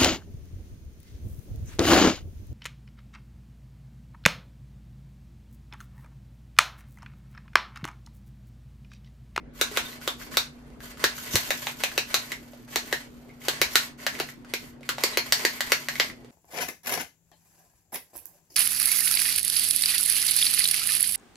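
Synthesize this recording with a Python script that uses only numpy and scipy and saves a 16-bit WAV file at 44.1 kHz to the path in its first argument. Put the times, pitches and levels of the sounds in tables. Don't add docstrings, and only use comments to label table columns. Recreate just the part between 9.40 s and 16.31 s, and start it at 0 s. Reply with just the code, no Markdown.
import sys
import numpy as np
from scipy import signal
from scipy.fft import rfft, irfft
from scipy.io import wavfile
from scipy.ndimage import uniform_filter1d

SR = 44100
rng = np.random.default_rng(int(sys.argv[2]) if len(sys.argv) > 2 else 0)


def field_ratio(decibels):
    return 10 ** (np.asarray(decibels, dtype=float) / 20)


def store_wav(level_fs):
    pcm = np.round(np.clip(np.atleast_2d(level_fs), -1, 1) * 32767)
    wavfile.write(sys.argv[1], SR, pcm.T.astype(np.int16))


N = 304710


def evened(x):
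    return x / np.sqrt(np.mean(x ** 2) + 1e-20)


def peaked(x):
    return x / abs(x).max()


def read(points, hz):
    f, value = np.transpose(points)
    return np.interp(np.log(hz + 1), np.log(f + 1), value)


def add(mix, s, sound):
    part = mix[round(s * SR):][:len(sound)]
    part += sound[:len(part)]


def play(table, source, places=1):
    mix = np.zeros((places, N))
    for k, (s, *settings) in enumerate(table):
        add(mix[k % places], s, source(*settings))
    return mix


def resonate(x, hz, width):
    return signal.lfilter(*signal.iirpeak(min(hz, SR / 2 - width), hz / width, SR), x)


def steep(x, hz, width):
    return resonate(resonate(x, hz, width), hz, width)


# (frequency [Hz], likeness [0-1])
LIKENESS = [(40, 0.92), (250, 0.26), (500, 0.75), (1000, 0.12), (16000, 0.042)]


def noise(colour, patchy_db):
    hz = np.fft.rfftfreq(1024, 1 / SR)
    a, b, c, d, patches = rng.standard_normal((N // 256 + 5, 513, 5)).T
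    patches = uniform_filter1d(patches, size=12, axis=0)
    patches = evened(uniform_filter1d(patches, size=8, axis=1))
    same = np.clip(read(LIKENESS, hz), -1, 1)[:, None]
    left = a + 1j * b
    right = same * left + np.sqrt(1 - same ** 2) * (c + 1j * d)
    z = np.array([left, right]) * field_ratio(read(colour, hz)[:, None] + patchy_db * patches)
    return evened(signal.istft(z, nperseg=1024, noverlap=768)[1][:, :N])


# (frequency [Hz], width [Hz], level [dB])
HUM_LINES = [(49.6, 16, -63), (119.7, 5.1, -62.5), (143.4, 6.9, -59.5), (272.7, 10, -63)]
# (time [s], level [dB])
DRAUGHT = [(0, 11), (.5, 3), (1.45, 9), (1.7, 4), (2.6, 2), (4.3, 0.5), (4.9, -9), (5.75, 5.5), (6.2, -7),
           (6.9, 0)]
# (frequency [Hz], level per Hz [dB])
ROOM_AIR = [(15, -39), (25, -8), (140, -14.5), (250, -3), (373, -8), (850, -18.5), (2000, -26),
            (16000, -58.5)]


def refrigerator():
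    lines = np.zeros((2, N))
    for k, (hz, width, db) in enumerate(HUM_LINES):
        p, q = rng.standard_normal((2, N))
        sides = (p + 0.067 * q, p - 0.29 * q)
        line = field_ratio(db) * np.array([evened(steep(x, hz, 2 * width)) for x in sides])
        if k == 0:
            line = line * field_ratio(np.interp(np.arange(N) / SR, *np.transpose(DRAUGHT)))
        lines += line
    waver = evened(uniform_filter1d(rng.standard_normal(N), size=SR // 3))
    motor_hz = 241.4 + 0.48 * waver
    motor = field_ratio(-50 + 0.27 * waver) * np.sin(2 * np.pi * np.cumsum(motor_hz) / SR)
    return motor + lines + field_ratio(-52.5) * noise(ROOM_AIR, patchy_db=-2.8)


# (start [s], length [s], pressure [dB], wetness [dB])
STROKES = [(0.128, 0.16, -36.5, -19.5), (0.289, 0.1, -29.5, -20), (0.407, .14, -36, -15),
           (0.594, 0.12, -34.5, -16), (0.763, 0.094, -36.5, -15.5), (0.896, 0.059, -28.5, -20),
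           (0.975, 0.081, -41, -19), (1.39, .12, -38.5, -14.5), (1.552, 0.16, -32.5, -24),
           (1.726, 0.29, -36, -10), (1.903, 0.066, -27, -7.5), (1.994, 0.32, -35, -9.5),
           (2.341, 0.29, -35.5, -16.5), (2.649, .25, -34, -17.5), (3.269, 0.13, -34, -18),
           (3.4, 0.21, -36.5, -17.5), (3.995, 0.081, -35, -14.5), (4.092, 0.19, -32.5, -24),
           (4.283, 0.18, -33, -11.5), (4.57, 0.067, -35.5, -15), (4.68, 0.14, -35.5, -19),
           (4.854, 0.046, -38.5, -10), (5.036, 0.16, -46, -34), (5.15, 0.15, -47.5, -11.5),
           (5.415, 0.1, -45.5, -20), (5.554, 0.18, -30, -21.5), (5.812, 0.17, -34.5, -17),
           (5.94, 0.24, -32.5, -14.5), (6.21, 0.25, -34, -16), (6.487, .2, -36, -13)]
# (start [s], length [s], pressure [dB], wetness [dB])
RESTS = [
    (1.087, 0.29, -56.5, -21),
    (2.904, 0.346, -53, -11),
    (3.6, 0.4, -56, -14.5),
    (4.93, 0.11, -61, -19),
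    (5.302, 0.14, -65.5, -19),
    (6.73, 0.34, -56.5, -21),
]


def strokes():
    press_s, press_shape, sag_db, lift_db_per_s = 0.054, 1.16, -4.5, 389
    t = np.arange(0, N / SR + .01, .002)
    sums = 1e-6
    for start, length, pressure_db, wet_db in STROKES + RESTS:
        along = np.clip((t - start) / length, 0, 1)
        lift_db = lift_db_per_s * np.maximum(t - start - length, 0)
        gain = np.clip((t - start) / press_s, 0, 1) ** press_shape
        gain = gain * field_ratio(pressure_db + sag_db * along - lift_db)
        sums = sums + np.array([gain, gain * field_ratio(wet_db), gain * along])
    pressure, wet, progress = sums
    ring_hz = (1360 + 79 * t) * (1 + 0.088 * progress / pressure)
    return (np.interp(np.arange(N) / SR, t, curve) for curve in (pressure, wet, ring_hz))


# (frequency [Hz], width [Hz], level [dB])
SLIDE_MODES = [(670, 1720, 5.5), (2060, 160, -20.5), (4200, 300, -1.5), (6500, 2800, -7)]
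# (frequency [Hz], level per Hz [dB])
JUICE_HISS = [(1760, -16), (3000, -1), (4110, -3.5), (7300, -1), (9140, -13), (12400, 1), (15400, -7.5),
              (15800, -40)]


def scrape():
    pressure, wet, ring_hz = strokes()
    slips = rng.standard_normal(N) * field_ratio(3.5 * np.minimum(rng.exponential(1, N), 3.5))
    slips = slips * (rng.random(N) < 900 / SR)
    tremble = evened(resonate(rng.standard_normal(N), 31, 36))
    judder = field_ratio(5.5 * np.tanh(tremble))
    grains = slips * judder
    turn = np.exp(2j * np.pi * np.cumsum(ring_hz) / SR)
    r = np.exp(-np.pi * 320 / SR)
    body = 2 * (turn * signal.lfilter([1 - r], [1, -r], grains / turn)).real
    for hz, width, db in SLIDE_MODES:
        body = body + field_ratio(db) * steep(grains, hz, 2.6 * width)
    hiss = noise(JUICE_HISS, patchy_db=2.0) * judder ** 0.71
    return pressure * field_ratio(-9.5) * evened(body), wet * field_ratio(5.0) * hiss


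def contact(seconds):
    u = np.arange(1024) / SR / seconds
    chatter = rng.standard_normal(1024)
    for _ in range(3):
        z = rfft(chatter * u * np.exp(-u))
        chatter = irfft(z / abs(z) ** .8)
    return chatter * np.exp(-u / 8) * np.minimum(u, 1)


def clack(blow_db, plate_hz, upper_hz, hard_db):
    hit = contact(0.001048)
    plate = steep(hit, plate_hz, 590) + 0.39 * steep(hit, 1764, 500)
    plate = plate + 0.22 * steep(hit, 1450, 330) + 0.89 * steep(hit, 2322, 2770)
    upper = 1.16 * resonate(hit, upper_hz, 500) + 0.42 * resonate(hit, 3670, 1800)
    upper = upper + .5 * resonate(hit, 5934, 2960)
    snap = resonate(hit, 11520, 3400)
    ring = plate + field_ratio(hard_db + 12.5) * upper + field_ratio(hard_db + 3.5) * snap
    ring = ring - 1.33 * resonate(ring, 1254, 180)
    return field_ratio(blow_db - 1.0) * peaked(ring)


def blow(s, blow_db, plate_hz, hard_db):
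    upper_hz = 3633 + 103 * s + 45 * (hard_db + 15)
    sound = clack(blow_db, plate_hz, upper_hz * (1 + .03 * rng.uniform(-0.74, 1)), hard_db)
    patched = sound
    for hz in np.geomspace(1400, 8000, 7) * rng.uniform(.9, 1.1, 7):
        patched = patched + (field_ratio(4 * rng.uniform(-1.07, 1)) - 1) * resonate(sound, hz, .16 * hz)
    return abs(sound).max() * peaked(patched)


# (time [s], blow [dB], plate ring [Hz], hardness [dB])
CLACKS = [(0.212, -6, 1640, -14.5), (0.372, -7.5, 1480, -16.5), (0.676, -11, 1400, -19),
          (0.97, -5, 1490, -15), (1.64, -3.5, 1800, -14.5), (1.955, -5, 2150, -14),
          (2.105, -9.5, 1880, -16.5), (2.269, -14.5, 2250, -22.5), (2.436, -8, 2470, -14.5),
          (2.577, -8, 2590, -16.5), (2.742, -5, 1510, -14), (2.918, -17.5, 2100, -18),
          (3.358, -8, 1770, -12), (3.526, -10, 1860, -17), (4.083, -6.5, 1600, -13.5),
          (4.215, -4, 2230, -15), (4.355, -0.5, 1670, -14), (4.665, -9, 1850, -18),
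          (4.799, -12.5, 2800, -14.5), (5.137, -10, 2330, -16), (5.49, -11.5, 1450, -18.5),
          (5.582, -21, 1490, -25), (5.636, -5, 2260, -9), (5.772, -6.5, 2330, -13.5),
          (5.9225, -2.5, 1860, -9), (6.05, -6.5, 1900, -16), (6.206, -8, 1820, -18.5),
          (6.319, -3.5, 2050, -15.5), (6.485, -12.5, 1870, -17.5), (6.598, -2.5, 2100, -22.5)]


def clacks():
    hits = np.zeros((3, N))
    for k, row in enumerate(CLACKS):
        add(hits[k % 3], row[0], blow(*row))
    return hits


def knock(blow_db, frame_hz):
    hit = contact(0.000698)
    spot = field_ratio(7.5 * rng.uniform(-1.35, 1, 3))
    modes = steep(hit, frame_hz, 323) + 0.29 * spot[0] * steep(hit, 390, 110)
    modes = modes + 0.54 * spot[1] * steep(hit, 667, 333) + 0.22 * spot[2] * steep(hit, 870, 210)
    return field_ratio(blow_db - 1.5) * peaked(signal.lfilter(*signal.butter(3, 320 / SR * 2, "high"), modes))


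# (time [s], level [dB], frame mode [Hz])
KNOCKS = [(0.212, -19.5, 424), (0.372, -19, 486), (0.676, -20.5, 495), (0.97, -19, 484),
          (1.639, -15.5, 430), (1.956, -20, 477), (2.105, -18.5, 594), (2.268, -24, 835),
          (2.4365, -20, 540), (2.578, -19, 450), (2.741, -19, 470), (2.919, -35, 345), (3.359, -18.5, 407),
          (3.526, -20.5, 445), (4.082, -17.5, 473), (4.2145, -16.5, 468), (4.354, -21.5, 410),
          (4.665, -24, 610), (4.801, -20.5, 402), (5.136, -24, 386), (5.491, -33, 428), (5.582, -24.5, 695),
          (5.637, -18, 440), (5.772, -17.5, 457), (5.922, -20.5, 670), (6.049, -18, 375),
          (6.206, -25.5, 647), (6.319, -17.5, 480), (6.486, -30, 675), (6.599, -19, 480)]


def knocks():
    return play(KNOCKS, knock)[0]


def tick(blow_db, ring_hz):
    hit = contact(0.000874)
    ring = peaked(resonate(hit, ring_hz, 0.13 * ring_hz))
    crack = peaked(resonate(hit, 2500, 2900))
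    return field_ratio(blow_db + 6.5) * peaked(ring + 0.49 * crack)


# (time [s], blow [dB], ring [Hz])
TICKS = [(0.314, -40, 400), (0.466, -40, 3500), (0.529, -42, 1990), (0.614, -41, 1530), (0.813, -42, 1540),
         (0.941, -34, 1830), (1.302, -54, 423), (1.404, -42, 1710), (1.572, -42, 1540), (1.781, -36, 1500),
         (2.404, -41, 2320), (2.516, -34, 1680), (3.133, -45, 600), (3.278, -50, 1500), (3.892, -52, 2080),
         (4.016, -45, 2130), (4.6, -43.5, 2000), (4.751, -34, 2200), (4.888, -38, 1900),
         (5.047, -45.5, 1500), (5.241, -46.5, 385), (5.408, -50.5, 581), (5.431, -42, 2240),
         (5.75, -36, 2040), (5.879, -39, 2050), (6.012, -36, 2130), (6.273, -39, 1900),
         (6.555, -30.5, 2140), (6.699, -33, 1980), (6.846, -47.5, 390)]
# (time [s], blow [dB], ring [Hz])
GRAZES = [
    (0.364, -27.5, 2300),
    (4.347, -42, 1480),
    (4.79, -32, 1740),
]


def ticks():
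    return play(TICKS + GRAZES, tick, places=3)


def squeak(seconds, start_hz, end_hz, db):
    hz = np.linspace(start_hz, end_hz, round(seconds * SR))
    hz = hz + 40 * evened(uniform_filter1d(rng.standard_normal(len(hz)), size=150))
    grip = abs(evened(uniform_filter1d(rng.standard_normal(len(hz)), size=120)))
    tone = np.sin(2 * np.pi * np.cumsum(hz) / SR)
    return field_ratio(db + 4) * grip * tone * signal.windows.tukey(len(hz), .6)


# (time [s], length [s], start pitch [Hz], end pitch [Hz], level [dB])
SQUEAKS = [
    (0.41, 0.038, 3860, 3980, -56),
    (.452, 0.022, 3700, 3590, -46),
    (0.496, 0.042, 3960, 4170, -53),
    (1.7, 0.054, 4160, 4200, -66),
    (1.878, 0.008, 1970, 1940, -44),
    (3.888, 0.032, 2115, 2150, -59),
    (5.728, 0.025, 3970, 4020, -45),
    (5.784, 0.016, 4190, 4400, -31),
]


def squeaks():
    return play(SQUEAKS, squeak)[0]


# (time [s], level [dB], pitch [Hz], t60 [s])
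THUMPS = [
    (1.939, -24, 213, 0.071),
    (1.944, -21, 342, 0.034),
    (1.948, -19, 102, 0.063),
    (4.203, -40, 126, 0.24),
    (4.258, -43, 80.5, 0.12),
]


def thump(db, hz, t60):
    t = np.arange(6000) / SR
    return field_ratio(db - 60 * t / t60) * np.sin(2 * np.pi * hz * t) * np.minimum(t / 0.0036, 1)


def thumps():
    return play(THUMPS, thump)[0]


# (frequency [Hz], t60 [s])
ROOM_T60 = [(300, 0.07), (500, 0.13), (800, 0.19), (2100, 0.2), (5500, 0.22), (14000, 0.15)]
# (delay [ms], gain [ratio])
ECHOES = [
    [(1.5, .4), (2.9, -.3), (6.3, .3), (8.4, -.14), (12.2, .16)],
    [(1.2, -.45), (2.4, .35), (3.5, .25), (6.9, .28), (13.1, -.15)],
]


def kitchen(x, tail_db, echo_db=0):
    taps = np.zeros((2, SR // 2))
    at = np.arange(160, SR // 2 - 20, 10)
    at = at + rng.integers(0, 10, (2, len(at)))
    np.put_along_axis(taps, at, rng.choice([-1., 1.], at.shape), 1)
    hz, t, z = signal.stft(taps, SR, nperseg=256)
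    tail = signal.istft(z * field_ratio(-60 * t / read(ROOM_T60, hz)[:, None]), SR, nperseg=256)[1]
    tail *= np.clip(np.arange(tail.shape[1]) / SR / 0.0017, 0, 1)
    response = field_ratio(tail_db) * tail / np.linalg.norm(tail[0])
    response[:, 0] += 1
    for side, echoes in zip(response, ECHOES):
        for ms, gain in echoes:
            add(side, ms / 1000, np.array([gain * field_ratio(echo_db)]))
    bass = signal.filtfilt(*signal.butter(2, 420 / SR * 2), response[0] - response[1], padlen=0)
    return signal.fftconvolve(x[None], response + [-bass / 2, bass / 2], axes=1)[:, :N]


def scene():
    hum = refrigerator()
    body, hiss = scrape()
    struck = sum(kitchen(place, tail_db=0.5) for place in clacks() + ticks())
    struck += kitchen(knocks() + squeaks(), tail_db=-2.5, echo_db=-3)
    return struck + kitchen(body, tail_db=9) * field_ratio(-6) + hiss + thumps() + hum


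def roll_off(x):
    return signal.sosfilt(signal.butter(12, 16810, fs=SR, output="sos"), x)


def record(dry):
    rounded = dry / (1 + abs(dry / .8) ** 8) ** (1 / 8)
    edge_hz, edge_gain = [0, 15300, 15800, 16500, 16800, SR / 2], [1, 1, .12, .08, 0, 0]
    edge = signal.firwin2(511, edge_hz, edge_gain, window=("kaiser", 9), fs=SR)
    return roll_off(1.164 * signal.oaconvolve(rounded, edge[None], "same"))


dry = scene()
out = record(dry)
store_wav(out)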